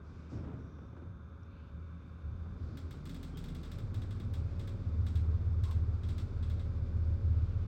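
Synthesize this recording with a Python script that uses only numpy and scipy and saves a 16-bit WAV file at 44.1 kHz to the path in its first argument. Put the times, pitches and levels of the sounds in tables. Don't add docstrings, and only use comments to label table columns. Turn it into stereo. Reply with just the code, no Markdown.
import sys
import numpy as np
from scipy import signal
from scipy.fft import rfft, irfft, next_fast_len
from scipy.io import wavfile
from scipy.ndimage import uniform_filter1d

SR = 44100
rng = np.random.default_rng(int(sys.argv[2]) if len(sys.argv) > 2 else 0)


def unload_audio(sound):
    columns = np.transpose(np.atleast_2d(sound))
    steps = np.round(np.clip(columns, -1, 1) * 32767)
    wavfile.write(sys.argv[1], SR, steps.astype(np.int16))


N = 338247
TIME = np.arange(N) / SR


def from_db(db):
    return 10 ** (np.asarray(db) / 20)


def rms_one(x):
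    return x / np.sqrt(np.mean(x ** 2) + 1e-20)


def pan(db):
    return from_db(np.array([[db], [-db]]) / 2)


def in_time(curve):
    return np.interp(TIME, *np.transpose(curve))


def per_bin(points, size):
    hz, value = np.transpose(points)
    bin_hz = np.arange(size // 2 + 1) * SR / size
    return np.interp(np.log(bin_hz + 1), np.log(hz), value)


def colour(x, spectrum):
    size = 2 * next_fast_len(x.shape[-1] // 2 + 4096)
    cepstrum = irfft(np.log(from_db(per_bin(spectrum, size))))
    cepstrum[1:size // 2] *= 2
    cepstrum[size // 2 + 1:] = 0
    return irfft(rfft(x, size) * np.exp(rfft(cepstrum)))[..., :x.shape[-1]]


def drift(rate_hz):
    pole = np.exp(-200 * np.pi * rate_hz / SR)
    white = rng.standard_normal(N // 100 + 2002)
    slow = signal.lfilter([1], [1, -2 * pole, pole * pole], white)[2000:]
    return np.interp(np.arange(N) / 100, np.arange(len(slow)), rms_one(slow))


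def fade(t, t60):
    return (t >= 0) * np.exp(-np.log(1000) * np.maximum(t, 0) / t60)


def swell(t, attack, t60):
    return np.clip(t / attack, 0, 1) * fade(np.maximum(t - attack, 0), t60)


def held(t, hold, t60):
    return (t >= 0) * fade(np.maximum(t - hold, 0), t60)


def tone(hz):
    return np.sin(2 * np.pi * np.cumsum(hz) / SR)


# frequency in Hz, likeness of left and right from 0 to 1.
LIKENESS = [(60, 1), (125, 0.86), (250, 0.81), (500, 0.59), (1000, 0), (2500, 0.1), (6000, 0.4),
            (8500, 0.06)]
def diffuse(count):
    size = 2 * next_fast_len(count // 2 + 1)
    alike = np.clip(per_bin(LIKENESS, size), 0, 1)
    mid, side = rfft(rng.standard_normal((2, size)))
    stereo = np.sqrt(1 + alike) * mid + np.sqrt(1 - alike) * side * [[1], [-1]]
    return rms_one(irfft(stereo)[:, :count])


def shaped(envelope, spectrum):
    white = diffuse(N)
    return colour(white * envelope, spectrum) / np.std(colour(white[0], spectrum))


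def resonant_noise(hz, half_width_hz):
    narrow = signal.butter(2, half_width_hz, fs=SR, output="sos")
    band = signal.sosfilt(narrow, diffuse(N) + 1j * diffuse(N))
    carrier = np.exp(2j * np.pi * np.cumsum(hz * np.ones(N)) / SR)
    return rms_one(np.real(band * carrier))


# frequency in Hz, gain in dB.
HISS_EQ = [(500, -15.5), (850, -11.5), (1050, 0.5), (1300, 1), (1550, -1), (1700, -10.5), (1870, -33.5),
           (2350, -13.5), (2900, -26.5), (3700, -17.5), (4600, -46.5), (6400, -28), (7600, -55)]
AIR_EQ = [(2000, -1), (6500, -7), (12000, 5), (14000, -16.5)]
def hiss_bed(speed, hiss_db, air_db, air_rise_db):
    hiss = from_db(hiss_db) * rms_one(colour(rng.standard_normal(N), HISS_EQ))
    air = rms_one(colour(rng.standard_normal((2, N)), AIR_EQ))
    return hiss * pan(22.3) + from_db(air_db + air_rise_db * speed) * air


# pitch in Hz, relative level at rest in dB, change at full speed in dB.
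HUM_TONES = [(119.2, -63.5, -1), (145, -77, 20), (170.9, -61.5, 3.5), (230.6, -66.5, 1), (275, -72.5, 8.5),
             (792, -84.5, 5.5), (1278, -83.5, 1)]
def hum(speed, trim_db, waver_db):
    out = 0
    for hz, db, rise_db in HUM_TONES:
        gain = from_db(db + trim_db + rise_db * speed + waver_db * drift(3.4))
        out = out + gain * tone(hz + 0.83 * drift(6.7))
    return out * pan(-0.5)


# pitch in Hz, relative level in dB.
WHINE_TONES = [(3537, -93), (3596, -87.5)]
# time in seconds, gain in dB.
WHINE_FADER = [(0.3, -3), (0.7, -0.5), (2.5, 1), (5.3, 2), (7.6, 0.5)]
def whine(trim_db):
    tones = sum(from_db(db + trim_db + drift(11)) * tone(hz + 1.2 * drift(13)) for hz, db in WHINE_TONES)
    return from_db(in_time(WHINE_FADER)) * tones * pan(11)


# start in seconds, length in seconds, pitch in Hz, peak level in dB.
HUM_SWELLS = [(0.0, 3.2, 554.5, -70), (3.68, 0.3, 554, -65), (2.5, 1.0, 272, -56), (3.85, 0.7, 227.5, -53),
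              (4.15, 1.05, 555.5, -62.5), (4.85, 0.3, 228, -52), (5.7, 0.9, 228, -51.5),
              (6.05, 1.75, 555.5, -61.5), (6.9, 0.4, 227, -55)]
def hum_swells(waver_db):
    out = 0
    for start, length, hz, db in HUM_SWELLS:
        arch = np.sin(np.pi * np.clip((TIME - start) / length, 0, 1))
        out = out + from_db(db + waver_db * drift(3.1)) * arch * tone(hz + 0.73 * drift(3.4))
    return out * pan(-1)


# frequency in Hz, gain in dB.
ROLL_EQ = [(90, -13.5), (150, 4), (175, 1.5), (200, -2.5), (240, -4), (310, -8.5), (370, -8), (520, -13.5),
           (720, -20.5), (1100, -23), (1700, -30.5), (2400, -31.5), (3500, -64)]
SLIDE_EQ = [(1000, 0.5), (2300, 8.5), (2950, 7), (3600, 8), (4800, 7.5), (6400, -1), (7600, -3),
            (11500, -23.5), (14000, -25.5), (16000, -44)]
def guides(speed, roll_db, roll_rise_db, slide_db, slide_rise_db, grit_db):
    settling = from_db(-54) * fade(TIME, t60=12)
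    roll_gain = np.hypot(from_db(roll_db + roll_rise_db * (speed - 1)), settling)
    rolling = roll_gain * rms_one(colour(diffuse(N), ROLL_EQ))
    slide_gain = from_db(slide_db + slide_rise_db * (speed - 1) + grit_db * drift(30))
    sliding = slide_gain * rms_one(colour(diffuse(N), SLIDE_EQ))
    return rolling * pan(-0.64) + sliding


# start in seconds, length in seconds, peak level in dB,
# centre of the EQ peak in Hz, its reach to either side as a pitch ratio.
SCRAPES = [(0.016, 0.46, -76.5, 5900, 3.8), (0.099, 0.5, -74, 2390, 2), (0.292, 0.12, -73, 6900, 2.8),
           (0.3, 0.18, -74.5, 5400, 1.2), (0.547, 0.51, -81.5, 5800, 1.2), (1.534, 0.3, -77, 2410, 2),
           (1.698, 0.88, -77, 2300, 1.5), (2.548, 0.68, -75.5, 4760, 3.3), (3.499, 0.38, -75, 3600, 4),
           (4.404, 0.31, -73, 2500, 1), (6.023, 0.35, -71, 3670, 2.9), (6.397, 0.36, -74, 3600, 2.5),
           (7.204, 0.88, -73, 2750, 2.8)]
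def scrapes(focus_db, skew):
    out = np.zeros((2, N))
    for start, length, db, hz, width in SCRAPES:
        now = (TIME >= start) & (TIME < start + length)
        width = max(width, 1.05)
        focus = [(hz / width, -focus_db), (hz, 0), (hz * width, -focus_db)]
        hiss = colour(colour(diffuse(now.sum()), SLIDE_EQ), focus)
        along = (TIME[now] - start) / length
        out[:, now] += from_db(db) * np.abs(np.sin(np.pi * along ** skew)) * rms_one(hiss)
    return out


# first pitch in Hz, last pitch in Hz, half width in Hz, peak level in dB.
SWISH_BANDS = [(2280, 2850, 300, -76.5), (3700, 4650, 450, -82.5)]
def swish(start_s, length_s):
    along = np.clip((TIME - start_s) / length_s, 0, 1)
    rub = sum(from_db(db) * resonant_noise(first_hz + (last_hz - first_hz) * along, half_width)
              for first_hz, last_hz, half_width, db in SWISH_BANDS)
    return np.sin(np.pi * along) * rub


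def light_tick(start_s, hz, level_db):
    t = TIME - start_s
    ping = fade(t, t60=0.012) * np.sin(2 * np.pi * hz * t)
    echo = from_db(-26) * fade(t, t60=0.25) * resonant_noise(hz, half_width_hz=400)
    return from_db(level_db) * (ping + echo)


# start in seconds, length in seconds, first pitch in Hz, last pitch in Hz,
# relative level in dB.
SQUEAKS = [(3.325, 0.1, 3200, 3190, -67), (5.647, 0.0977, 1090, 1010, -54.5)]
def squeaks(trim_db):
    out = np.zeros((2, N))
    for start, length, first_hz, last_hz, db in SQUEAKS:
        now = (TIME > start) & (TIME < start + length)
        along = (TIME[now] - start) / length
        hz = first_hz + (last_hz - first_hz) * along
        phase = 2 * np.pi * np.cumsum(hz) / SR + 2 * rng.random((2, 1))
        rubbing = drift(160)[now] * np.sin(phase) + drift(160)[now] * np.cos(phase)
        out[:, now] += from_db(db + trim_db) * np.sqrt(np.sin(np.pi * along)) * rubbing
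    return out


# frequency in Hz, gain in dB.
BOOM_EQ = [(25, -19), (36, -10), (48, -7.5), (65, -8), (81, 10), (95, -8.5), (115, -2.5), (135, -20.5),
           (250, -71)]
# start in seconds, peak level in dB, 60 dB decay time in seconds.
LURCHES = [(0.33, -41.5, 1.3), (1.05, -37, 0.15), (1.72, -44, 1.8), (2.221, -38.5, 2.9), (2.59, -37, 0.47),
           (2.8, -40.5, 0.71)]
def boom(speed, rest_db, cruising_db, speed_exponent):
    air = colour(diffuse(N), BOOM_EQ)
    levelled = air / np.sqrt(uniform_filter1d(np.mean(air ** 2, axis=0), size=4000))
    lurch_power = sum((from_db(db) * swell(TIME - start, attack=0.031, t60=t60)) ** 2
                      for start, db, t60 in LURCHES)
    steady_power = from_db(rest_db) ** 2 + (from_db(cruising_db) * speed ** speed_exponent) ** 2
    bass_only = signal.butter(2, 400, fs=SR, output="sos")
    return signal.sosfilt(bass_only, levelled * np.sqrt(lurch_power + steady_power)) * pan(-1.5)


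# centre in Hz, peak level in dB, half width in Hz.
CAR_RESONANCES = [(168, -55.5, 4.7), (215, -54.5, 12), (242, -51, 1.8)]
def motor(speed, rest_hz, full_hz, waver_db):
    hz = rest_hz + (full_hz - rest_hz) * speed
    gain = sum(from_db(db) / (1 + ((hz - centre) / width) ** 2) for centre, db, width in CAR_RESONANCES)
    return gain * from_db(waver_db * drift(28)) * tone(hz + 5 * drift(14)) * pan(-2.1)


# time in seconds, level in dB.
SHAKE = [(3.6, -39), (3.95, -32.5), (4.55, -36.5), (4.92, -33.5), (5.08, -30), (5.75, -30.5), (6.3, -35.5),
         (6.52, -33.5), (6.72, -35.5), (7.0, -32.5), (7.35, -29.5), (7.67, -33)]
# pitch in Hz, level at the reference shake in dB,
# dB gained per dB of shake, entry in seconds.
DRIVE_TONES = [(78.3, -30.5, 1.5, 4.05), (95.15, -35.5, 1, 3.63), (109.8, -41.5, 0.54, 3.6)]
THROB_DEPTHS = [(0.22, 0.22), (0.18, 0.05), (0.62, 0.1)]
REFERENCE_SHAKE_DB, FADE_IN_S = -28.5, 0.28
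BEAT_S, FIRST_BEAT_S = 0.1496, 3.98
DRONE_HZ, DRONE_DB, DRONE_START_S, DRONE_DB_PER_S = 36.05, -49.5, 2.9, 1.5
def drive(wander_hz, flutter_db):
    shake_db = in_time(SHAKE) - REFERENCE_SHAKE_DB
    beats = (TIME - FIRST_BEAT_S) / BEAT_S
    drone_age = TIME - DRONE_START_S
    drone_gain = np.clip(drone_age / FADE_IN_S, 0, 1) * from_db(DRONE_DB + DRONE_DB_PER_S * drone_age)
    out = drone_gain * tone(DRONE_HZ + wander_hz * drift(2.6))
    for (hz, db, follows, start), (fast, slow) in zip(DRIVE_TONES, THROB_DEPTHS):
        fade_in = np.clip((TIME - start) / FADE_IN_S, 0, 1)
        throb = 1 + fast * np.cos(2 * np.pi * beats) + slow * np.sin(np.pi * beats)
        gain = from_db(db + follows * shake_db + flutter_db * drift(11.0))
        out = out + fade_in * throb * gain * tone(hz + wander_hz * drift(2.7))
    return np.sqrt(2) * out * pan(-1.7)


# frequency in Hz, gain in dB.
THUD_EQ = [(50, -26.5), (115, 10), (170, -1.5), (265, 4.5), (370, -5.5), (520, -11), (750, -19),
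           (1500, -29.5), (3000, -38), (5600, -46.5), (8000, -51), (12000, -80)]
KNOCK_EQ = [(200, -16.5), (400, 7), (700, -4), (1100, -5.5), (1700, -14), (4000, -32.5), (10000, -62)]
# start in seconds, relative level in dB, hold in seconds,
# 60 dB decay time in seconds, share of hard contact in dB.
THUDS = [(0.318, -41, 0.06, 1, -23.5), (0.436, -44.5, 0.012, 0.26, -11), (0.471, -48.5, 0.042, 0.5, -8.5),
         (0.532, -46.5, 0.0096, 0.45, -13), (0.58, -48, 0.02, 0.7, -17), (0.65, -53, 0.01, 0.77, -18),
         (0.786, -58.5, 0.0046, 0.07, 2), (0.816, -49, 0.011, 0.43, -18), (0.928, -52, 0.0044, 0.16, -9),
         (0.965, -45.5, 0.0061, 0.2, -14), (1.02, -49, 0.0034, 0.43, -12), (2.461, -60.5, .005, .1, 1.5),
         (2.589, -49, 0.12, 0.89, -30), (2.94, -52.5, 0.005, 0.15, -5), (2.971, -46, 0.0063, 0.068, -25),
         (5.241, -59, 0.091, 0.36, -3.5)]
def thuds(body_db, knock_db, attack_db):
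    body_power, knock_power, impulses = np.zeros((3, N))
    for start, db, hold, t60, hard_db in THUDS:
        body_power += (from_db(db) * held(TIME - start, hold, t60)) ** 2
        knock_power += (from_db(db + hard_db) * held(TIME - start, hold, t60 / 2)) ** 2
        impulses[round(start * SR)] = from_db(db + hard_db + attack_db)
    body = from_db(body_db) * shaped(np.sqrt(body_power), THUD_EQ)
    knock = from_db(knock_db) * shaped(np.sqrt(knock_power), KNOCK_EQ)
    return body + knock + colour(impulses, KNOCK_EQ)


# pitch in Hz, relative level in dB, 60 dB decay time in seconds.
METAL_MODES = [(2088, -14, 0.18), (2250, -20, 0.13), (2363, -16, 0.12), (2535, -18, 0.13),
               (3116, -15.5, 0.14), (3332, -8, 0.17), (3445, -13, 0.1), (3556, -9.5, 0.12),
               (3730, -9.5, 0.16), (3822, -12, 0.15), (3956, -15.5, 0.13), (4220, -21, .12),
               (4828, -18, .13), (5033, -18.5, .13), (6350, -23, .12)]
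def ringing(strikes, trim_db, variation):
    t = TIME[:SR // 4]
    hz, mode_db, t60 = np.transpose(METAL_MODES)[:, :, None]
    modes = from_db(mode_db) * fade(t, t60) * np.exp(2j * np.pi * (hz * t + rng.random(hz.shape)))
    sides = np.exp(1j * rng.normal(0, 0.14, (2, len(hz))))
    out = np.zeros((2, N))
    for start, db, _ in strikes:
        mix = 1 + variation * rng.standard_normal(len(hz))
        out[:, round(start * SR):][:, :len(t)] += from_db(db + trim_db) * np.imag((sides * mix) @ modes)
    return out * pan(1.6)


# time in seconds, low-pass corner in Hz.
STRIKE_BRIGHTNESS = [(2.8, 13800), (3.7, 9500), (4.6, 6930), (6.6, 5800)]
FULL_STRIKE_DB = -50.5
def contact(start, db, hardening):
    full_hz = np.interp(start, *np.transpose(STRIKE_BRIGHTNESS))
    corner_hz = full_hz * from_db(hardening * (db - FULL_STRIKE_DB))
    pulse = np.exp(-2 * np.pi * corner_hz * TIME[:32])
    return from_db(db) * pulse / pulse.sum()


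# frequency in Hz, gain in dB.
SNAP_EQ = [(700, -18), (2200, 1.5), (3500, 2.5), (5000, -7.5), (6500, -9.5), (8400, -2.5), (9800, -12),
           (12000, -4), (15000, -6.5)]
SIZZLE_EQ = [(3000, -14), (7000, -8), (9500, -13), (12000, -5.5), (13400, -7), (14600, 2), (15800, 1)]
def snaps(strikes, trim_db, sizzle_db, variation):
    t = TIME[:SR // 6]
    shared_grain = rng.standard_normal(len(t)) + 0.93 * rng.standard_normal((2, len(t)))
    snap, sizzle = np.zeros((2, 2, N))
    for start, db, snap_db in strikes:
        grain = shared_grain + variation * rng.standard_normal(len(t))
        grain = from_db(snap_db) * signal.lfilter(contact(start, db, hardening=1.7), [1], grain)
        snap[:, round(start * SR):][:, :len(t)] += grain * fade(t, t60=0.032)
        sizzle[:, round(start * SR):][:, :len(t)] += grain * fade(t, t60=0.15)
    return from_db(trim_db) * colour(snap, SNAP_EQ) + from_db(sizzle_db) * colour(sizzle, SIZZLE_EQ)


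# frequency in Hz, gain in dB.
CRACK_EQ = [(700, -10.5), (1200, 2.5), (2200, 0), (2800, 0), (3600, 1.5), (5200, -1), (6300, -6),
            (8400, -1.5), (9500, -22.5), (10600, -10), (12200, -18.5), (13400, -31.5), (14700, -8.5),
            (16000, -10.5)]
# delay in seconds, level against the first crack in dB.
REBOUNDS = [(0.009, -6), (0.018, 0)]
def crack_response(tick_db, crack_db, crack_t60, stereo_width, car_t60):
    t = TIME[:SR // 2]
    rebounds = sum(from_db(db) * fade(t - delay, crack_t60) for delay, db in REBOUNDS)
    grain = rng.standard_normal(len(t)) + stereo_width * rng.standard_normal((2, len(t)))
    crack = from_db(crack_db) * grain * (fade(t, crack_t60) + rebounds)
    tick = from_db(tick_db) * (t == 0)
    echoes = diffuse(len(t)) * fade(t, car_t60)
    return colour(tick + crack + echoes, CRACK_EQ)


def cracks(strikes, trim_db, variation, chatter_s, chatter_db):
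    blend = rng.normal(0, variation, (len(strikes), 3))
    blend[:, 0] = 1
    chatter_delays = chatter_s * rng.uniform(0.15, 1, (len(strikes), 3))
    out = 0
    for shares, delays in zip(blend.T, chatter_delays.T):
        pushes = np.zeros(N)
        for (start, db, _), share, delay in zip(strikes, shares, delays):
            pulse = contact(start, db + trim_db, hardening=1.5)
            pushes[round(start * SR):][:len(pulse)] += share * pulse
            pushes[round((start + delay) * SR):][:len(pulse)] += from_db(chatter_db) * pulse
        response = crack_response(tick_db=2, crack_db=-0.5, crack_t60=0.04,
                                  stereo_width=0.44, car_t60=0.29)
        out = out + signal.oaconvolve(pushes[None], response, axes=1)[:, :N]
    return out * pan(0.72)


# start in seconds, relative level in dB, gain of snap and sizzle in dB.
STRIKES = [(2.772, -52.5, 0), (2.909, -53, 0), (3.055, -52, -1), (3.0933, -51.5, -3), (3.1450, -52, -1.5),
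           (3.2296, -51, 0), (3.3722, -50.5, 0), (3.44, -52, 0), (3.485, -54, 0), (3.548, -52, -0.5),
           (3.632, -52, -3.5), (3.655, -55, -1), (3.7164, -51, -2), (3.785, -53, 0.5), (3.943, -51, -3),
           (4.018, -52.5, -5), (4.108, -52, -5), (4.1995, -53, -1.5), (4.3371, -50.5, -0.5),
           (4.5947, -50.5, -5), (4.6752, -51, -1.5), (5.0658, -49.5, -5.5), (5.1551, -50, -5),
           (5.6364, -48, -7), (5.7104, -50, -2), (6.0336, -52.5, -11), (6.0872, -49.5, -8),
           (6.1807, -48.5, -7), (6.427, -51.5, -13), (6.499, -51.5, -4), (6.595, -52.5, -11)]
def loose_part():
    crack = cracks(STRIKES, trim_db=-2.5, variation=0.22, chatter_s=0.055, chatter_db=-11.5)
    snap = snaps(STRIKES, trim_db=-1.0, sizzle_db=-12, variation=0.6)
    return crack + snap + ringing(STRIKES, trim_db=-5.0, variation=0.2)


# time in seconds, share of full speed.
SPEED = [(1.2, 0.0083), (1.95, 0.14), (2.45, 0.53), (2.9, 0.77), (3.35, 0.93), (4.0, 0.95)]
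def scene():
    speed = in_time(SPEED)
    rumble = (drive(wander_hz=0.26, flutter_db=0.9)
              + boom(speed, rest_db=-49, cruising_db=-40.0, speed_exponent=12.0)
              + motor(speed, rest_hz=154, full_hz=250.7, waver_db=2.0)
              + hum_swells(waver_db=1.5))
    accents = (loose_part()
               + thuds(body_db=-2.0, knock_db=3.0, attack_db=29.0)
               + squeaks(trim_db=-0.5)
               + light_tick(start_s=1.433, hz=5600, level_db=-64))
    rails = (guides(speed, roll_db=-48.5, roll_rise_db=11, slide_db=-71, slide_rise_db=13.5, grit_db=1)
             + scrapes(focus_db=16.5, skew=0.6)
             + swish(start_s=1.41, length_s=0.33))
    bed = (hiss_bed(speed, hiss_db=-72.0, air_db=-96.5, air_rise_db=6.0)
           + hum(speed, trim_db=0.5, waver_db=4.0)
           + whine(trim_db=2.5))
    return bed + rails + rumble + accents


def record(dry):
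    bass_cut = signal.butter(4, 27, "high", fs=SR, output="sos")
    top_cut = signal.ellip(10, 0.2, 80, 15800, fs=SR, output="sos")
    fade_out = np.minimum((TIME[-1] - TIME) / 0.006, 1)
    return signal.sosfilt(top_cut, signal.sosfilt(bass_cut, dry) * fade_out)


dry = scene()
out = record(dry)
unload_audio(out)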